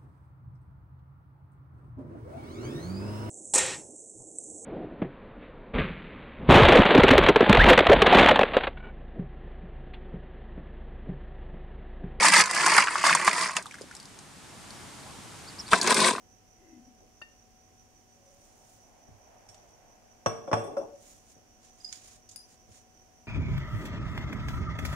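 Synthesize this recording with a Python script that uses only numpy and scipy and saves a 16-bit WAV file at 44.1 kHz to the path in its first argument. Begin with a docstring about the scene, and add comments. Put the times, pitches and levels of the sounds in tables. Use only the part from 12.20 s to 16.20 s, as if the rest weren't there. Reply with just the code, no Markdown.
"""Snails churned in a tub

Two hands churn large snails in a plastic tub of water: hollow shells knock, rims tick, water sloshes.
A handful is lifted and drips, then falls back; the shells tumble and the tub wall thuds.
Behind: outdoor hush, a faint far call and a small bird chirping just before the fall."""
import sys
import numpy as np
from scipy import signal
from scipy.fft import rfft, irfft, next_fast_len
from scipy.io import wavfile
from scipy.ndimage import uniform_filter1d

SR = 44100
rng = np.random.default_rng(int(sys.argv[2]) if len(sys.argv) > 2 else 0)


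def master_out(mix):
    """Clip the mix to full scale and print it as 16-bit PCM to the path in sys.argv[1]."""
    frames = np.transpose(np.atleast_2d(mix))
    ceiling = np.clip(frames, -1, 1)
    pcm = np.round(ceiling * 32767).astype(np.int16)
    wavfile.write(sys.argv[1], SR, pcm)


N = 176400
T = np.arange(N) / SR

# hands gather and lift the shells: t/s, slosh/dB, knock/dB, tick/dB
SCOOP_LEVELS = [(0.026, -32.5, -23.5, -28), (0.031, -37.5, -17, -19), (0.085, -28.5, -18.5, -20.5),
                (0.108, -35.5, -27.5, -29), (0.132, -33, -15.5, -19.5), (0.208, -29.5, -17, -18.5),
                (0.252, -46, -31.5, -37.5), (0.342, -40, -31.5, -35.5), (0.352, -37, -26.5, -30.5),
                (0.552, -33.5, -20.5, -25), (0.584, -32.5, -15, -21.5), (0.67, -47, -33, -39),
                (0.834, -43.5, -31.5, -34), (0.858, -33.5, -19, -22.5), (0.965, -39, -29, -34),
                (1.044, -40.5, -29, -38), (1.08, -39, -22.5, -26), (1.106, -40.5, -30.5, -35),
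                (1.236, -40, -27.5, -29.5), (1.348, -53, -41.5, -47.5), (1.372, -38, -33, -34.5),
                (1.42, -52, -47.5, -56)]
# handful falls back and tumbles: t/s, slosh/dB, knock/dB, tick/dB
TUMBLE_LEVELS = [(3.507, -75, -53, -46), (3.519, -43, -34, -28.5), (3.534, -18.5, -13, -29),
                 (3.56, -33.5, -31, -30.5), (3.606, -40, -38.5, -42), (3.67, -30.5, -27, -29.5),
                 (3.72, -23.5, -19, -21.5), (3.738, -39, -31, -34), (3.775, -27, -26.5, -25),
                 (3.885, -28, -22, -22.5), (3.932, -36, -34.5, -38), (3.998, -45, -50, -49.5)]
# tub and shell resonances per movement: f/Hz, gain/dB
SCOOP_SPECTRUM = [(71, -57), (120, -29.5), (186, -15), (251, -30.5), (318, -20.5), (524, -22), (665, -9.5),
                  (765, -15.5), (1010, 1), (1390, -7), (1990, -1.5), (3400, -13), (3910, -17), (4680, -8),
                  (5710, -13.5), (9400, -14), (14000, -50)]
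TUMBLE_SPECTRUM = [(71, -48), (120, -18.5), (195, -4), (277, -10), (438, -1.5), (556, -10.5), (679, 0),
                   (812, -5), (1030, 6), (1340, -8), (1570, 1.5), (1760, -6.5), (2630, -4.5), (2900, -15),
                   (3690, -12), (6700, -20), (8860, -15), (14000, -51.5)]
# hollow knocks, shell on shell or water: t/s, level/dB, f/Hz
SHELL_KNOCKS = [(.047, 0.5, 910), (.311, -14, 980), (.462, -5, 1020), (.476, -2.5, 915), (.5825, 4.5, 1250),
                (.626, -7, 2400), (.6725, -5.5, 1590), (.683, -7, 1420), (.756, -5.5, 1080),
                (.840, -2, 1010), (.865, -3, 1190), (.895, -1.5, 1420), (.908, -2, 1040), (.928, -4, 2300),
                (.951, -3, 1010), (1.0783, 4, 1100), (1.295, -18, 1080), (1.3675, -10.5, 2600),
                (1.371, -21, 1200), (3.5325, 4.5, 1200), (3.711, -16, 1080), (3.951, -16, 1060),
                (3.982, -16.5, 1080)]
# sharp clicks of shell rims: t/s, level/dB, f/Hz
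RIM_CLICKS = [(.083, -9, 7560), (.209, -8.5, 6000), (.258, -19, 8800), (.3117, -14.5, 5030),
              (.3475, -14.5, 5400), (.463, -9.5, 5030), (.950, -9, 7290), (1.0475, -17.5, 8950),
              (1.0785, -22, 7700), (1.3665, -13, 6500), (3.5325, -15.5, 8240), (3.583, -24, 7900),
              (3.614, -10.5, 4670), (3.630, -15.5, 8700), (3.673, -12, 9000), (3.7443, -9.5, 8700),
              (3.932, -28, 4900)]
# drips from the lifted handful: t/s, level/dB, f/Hz
HANDFUL_DRIPS = [(1.425, -31, 8800), (1.4577, -27, 1170), (1.466, -32, 3660), (1.511, -31, 2290),
                 (1.542, -29.5, 1500), (1.585, -36, 1570), (1.611, -26, 414), (1.6175, -33, 4950),
                 (1.712, -32, 1530), (1.7505, -28.5, 6740), (1.766, -32, 5200), (1.800, -31.5, 4630),
                 (1.8284, -38.5, 4600), (1.855, -36, 4940), (1.989, -33.5, 6230), (2.506, -33, 4500)]
# heavy blows on the tub wall: t/s, level/dB
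WALL_BLOWS = [(.581, -34), (1.0803, -33), (3.532, -23.5)]
# small bird: t/s, length/s, top f/Hz, level/dB
BIRD_CHIRPS = [(3.264, 0.047, 4800, -46), (3.381, 0.037, 5490, -36), (3.460, 0.027, 4650, -44.5)]
# far call: t/s, length/s, top f/Hz, level/dB
DISTANT_CALLS = [(2.84, 0.094, 867, -47.5)]
# outdoor hush envelope: t/s, level/dB
HUSH_ENVELOPE = [(1.57, -51), (2.1, -50), (2.55, -46), (3.4, -46)]
# outdoor hush spectrum: f/Hz, density/dB
HUSH_SPECTRUM = [(15, -44), (25, -18), (69, -3), (198, -2), (523, -12), (848, -8), (1500, -12), (2800, -16),
                 (9050, -17.5), (15500, -42)]


def churn(rows, spectrum, pan_db):
    """One movement of the heap: water gulps low, shell cavities knock mid, rims and spray tick on top."""
    times_s, *levels_db = np.transpose(rows)
    active = (T >= times_s[0] - .03) & (T <= times_s[-1] + .002)
    force = slip_force(np.count_nonzero(active))
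    water = in_tub(grains(force, 147, 670, per_s=1200, spread_db=3, cycles=5.7, pan_db=4), -17)
    shells = in_tub(grains(force, 790, 2867, per_s=1100, spread_db=1, cycles=22.5, pan_db=3.5), -8.5)
    rims = in_tub(grains(force, 3190, 13970, per_s=2700, spread_db=2, cycles=12.6, pan_db=6), -2.5)
    out = np.zeros((2, N))
    for layer, db in zip((water, shells, rims), levels_db):
        envelope = from_db(np.interp(T[active], times_s, db))
        out[:, active] += envelope * levelled(resonances(layer, spectrum))
    return out * from_db(pan_db * np.array([[.5], [-.5]]))


def slip_force(length, slips_per_s=60, decay_s=0.0031):
    """Contact force: a steady push plus jolts as the heap slips."""
    slips = (rng.random(length) < slips_per_s / SR) * rng.uniform(0.32, 1.63, length)
    return 1 + 1.56 * signal.lfilter([1], [1, -np.exp(-1 / (decay_s * SR))], slips)


def grains(force, low_hz, high_hz, per_s, spread_db, cycles, pan_db, pitches=28):
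    """Random small contacts, each ringing at one of many pitches from its own place in the tub."""
    length = len(force)
    out = np.zeros((2, length))
    for hz in np.geomspace(low_hz, high_hz, pitches):
        at = np.flatnonzero(rng.random(length) < per_s / pitches / SR)
        size_db = spread_db * np.minimum(rng.exponential(1, length)[at], 3)
        place_db = pan_db * rng.standard_normal(length)[at] * [[.5], [-.5]]
        impulses = np.zeros((2, length))
        impulses[:, at] = (-1.) ** at * force[at] * from_db(size_db + place_db)
        out += unit_rms(ring(impulses, hz, cycles)) * np.sqrt(hz)
    return bandpass(out, low_hz / 1.4, high_hz * 0.97)


def ring(impulses, hz, cycles):
    """Each impulse rings a sine that falls 60 dB in the given cycles."""
    radius, step_rad = 1000 ** (-hz / (cycles * SR)), 2 * np.pi * hz / SR
    feedback = [1, -2 * radius * np.cos(step_rad), radius * radius]
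    return signal.lfilter([1, 0, -1], feedback, impulses + 1e-18) / 2


def resonances(x, spectrum):
    """Tub and shell resonances as a minimum-phase filter."""
    size = 2 * next_fast_len(x.shape[1])
    cepstrum = irfft(np.log(bin_gains(spectrum, size)), size)
    cepstrum[1:size // 2] *= 2
    cepstrum[size // 2 + 1:] = 0
    return irfft(rfft(x, size) * np.exp(rfft(cepstrum)), size)[:, :x.shape[1]]


def hits(rows, t60_1khz_s, crack_db, crack_t60_s, crack_hz):
    """Single contacts: damped ring plus wet crack. Higher pitch: shorter ring, stronger crack."""
    out, t = np.zeros(N + SR), T[:SR // 10]
    for start_s, db, hz in rows:
        t60_s = t60_1khz_s * np.sqrt(1000 / hz)
        swing = np.sin(2 * np.pi * hz * t) * from_db(-60 * t / t60_s) * (1 - np.exp(-2 * t * hz))
        body = np.gradient(swing) * SR / (2 * np.pi * hz)
        noise = unit_rms(bandpass(rng.standard_normal(len(t)), *crack_hz))
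        crack = noise * from_db(crack_db - 60 * t / crack_t60_s) * np.sqrt(hz / crack_hz[0])
        i = int(start_s * SR)
        out[i:i + len(t)] += from_db(db) * (body + crack)
    return np.array([out[:N], out[:N]])


def with_droplets(drips, below_hz=3000, within_s=0.031, mean_db=-10.5, scatter_oct=0.53):
    """Low drips hit water and throw three softer droplets; high ones only tick on shell."""
    rows = list(drips)
    for start_s, db, hz in drips:
        if hz < below_hz:
            for late, detune in rng.uniform([0, -1], 1, (3, 2)):
                droplet_hz = hz * 2 ** (scatter_oct * detune)
                rows.append((start_s + within_s * late, db + mean_db * (.5 + late), droplet_hz))
    return rows


def wall_thuds(wall_hz=196, t60_s=0.1, push_db=-12, push_s=0.00087):
    """A heavy blow pushes the tub wall once and leaves it ringing."""
    out = np.zeros(N)
    for start_s, db in WALL_BLOWS:
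        t = np.maximum(T - start_s, 0)
        push = from_db(push_db) * t / push_s * np.exp(1 - t / push_s)
        wall = np.sin(2 * np.pi * wall_hz * t) * from_db(-60 * t / t60_s)
        out += from_db(db) * (wall + push)
    return out


def in_tub(x, side_db, t60_s=0.036, wet_db=-4, gap_s=.002):
    """Adds short reflections from wall and shells; the pattern changes as the heap shifts."""
    t, hop, length = T[:SR // 16], SR // 25, x.shape[1]
    wet = np.zeros((2, length + SR))
    for centre in range(0, length + hop, hop):
        i, j = max(centre - hop, 0), min(centre + hop, length)
        tail = stereo_noise(len(t), side_db) * from_db(-60 * t / t60_s) * (t > gap_s)
        tail /= np.sqrt(np.sum(tail ** 2) / 2)
        frame = x[:, i:j] * np.cos(np.pi / 2 * (np.arange(i, j) - centre) / hop)
        wet[:, i:j + len(t) - 1] += signal.fftconvolve(frame, tail, axes=1)
    return x + from_db(wet_db) * wet[:, :length]


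def calls(rows, arch, rough):
    """Wavering whistles; pitch starts and ends below its top by the fraction arch."""
    out = np.zeros(N)
    for start_s, length_s, top_hz, db in rows:
        progress = np.clip((T - start_s) / length_s, 0, 1)
        waver = unit_rms(uniform_filter1d(rng.standard_normal(N), 60))
        hz = top_hz * (1 - arch * (2 * progress - 1) ** 2 + rough * waver)
        out += from_db(db) * np.sin(np.pi * progress) * np.sin(2 * np.pi * np.cumsum(hz) / SR)
    return np.array([out, out])


def hush():
    """Outdoor background: low rumble, soft hiss."""
    noise = irfft(rfft(stereo_noise(N, side_db=-5)) * bin_gains(HUSH_SPECTRUM, N), N)
    return unit_rms(noise) * from_db(np.interp(T, *np.transpose(HUSH_ENVELOPE)))


def from_db(db):
    return 10 ** (np.asarray(db) / 20)


def unit_rms(x):
    return x / np.sqrt(np.mean(x ** 2) + 1e-20)


def levelled(x, window_s=0.031):
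    """Running rms held at 1; single grains survive."""
    power = uniform_filter1d(np.mean(x ** 2, axis=0), int(window_s * SR) + 1)
    return x / np.sqrt(np.maximum(power, 0) + 1e-12)


def bin_gains(spectrum, size):
    """Gain per FFT bin, interpolated in dB over log f."""
    hz, db = np.transpose(spectrum)
    bin_hz = np.maximum(np.arange(size // 2 + 1) * SR / size, 1)
    return from_db(np.interp(np.log(bin_hz), np.log(hz), db))


def bandpass(x, low_hz, high_hz):
    return signal.sosfilt(signal.butter(2, [low_hz, high_hz], "band", fs=SR, output="sos"), x + 1e-18)


def stereo_noise(length, side_db):
    mid, side = rng.standard_normal((2, length))
    return mid + from_db(side_db) * side * [[1], [-1]]


def scene():
    """Heap, single contacts, drips, wall thuds, calls and hush."""
    heap = churn(SCOOP_LEVELS, SCOOP_SPECTRUM, pan_db=-0.74)
    heap += churn(TUMBLE_LEVELS, TUMBLE_SPECTRUM, pan_db=2.0)
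    knocks = hits(SHELL_KNOCKS, t60_1khz_s=.008, crack_db=-14.5, crack_t60_s=.013, crack_hz=(925, 2100))
    clicks = hits(RIM_CLICKS, t60_1khz_s=.011, crack_db=-8.5, crack_t60_s=.02, crack_hz=(4360, 10500))
    drops = with_droplets(HANDFUL_DRIPS)
    drips = hits(drops, t60_1khz_s=.016, crack_db=-7.5, crack_t60_s=.016, crack_hz=(4400, 10400))
    contacts = in_tub(knocks, side_db=-7) + in_tub(clicks + drips, side_db=-2)
    contacts = signal.sosfilt(signal.butter(5, 10000, "low", fs=SR, output="sos"), contacts)
    whistles = calls(BIRD_CHIRPS, arch=.29, rough=.03) + calls(DISTANT_CALLS, arch=.084, rough=.13)
    return heap + contacts + wall_thuds() + in_tub(whistles, side_db=-5) + hush()


def record(dry):
    """Peak clip, then steep low-pass."""
    ceiling, stop_hz = .95, 16250
    lowpass = signal.cheby2(14, 60, stop_hz, fs=SR, output="sos")
    return signal.sosfilt(lowpass, np.clip(dry, -ceiling, ceiling))


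dry = scene()
out = record(dry)
master_out(out)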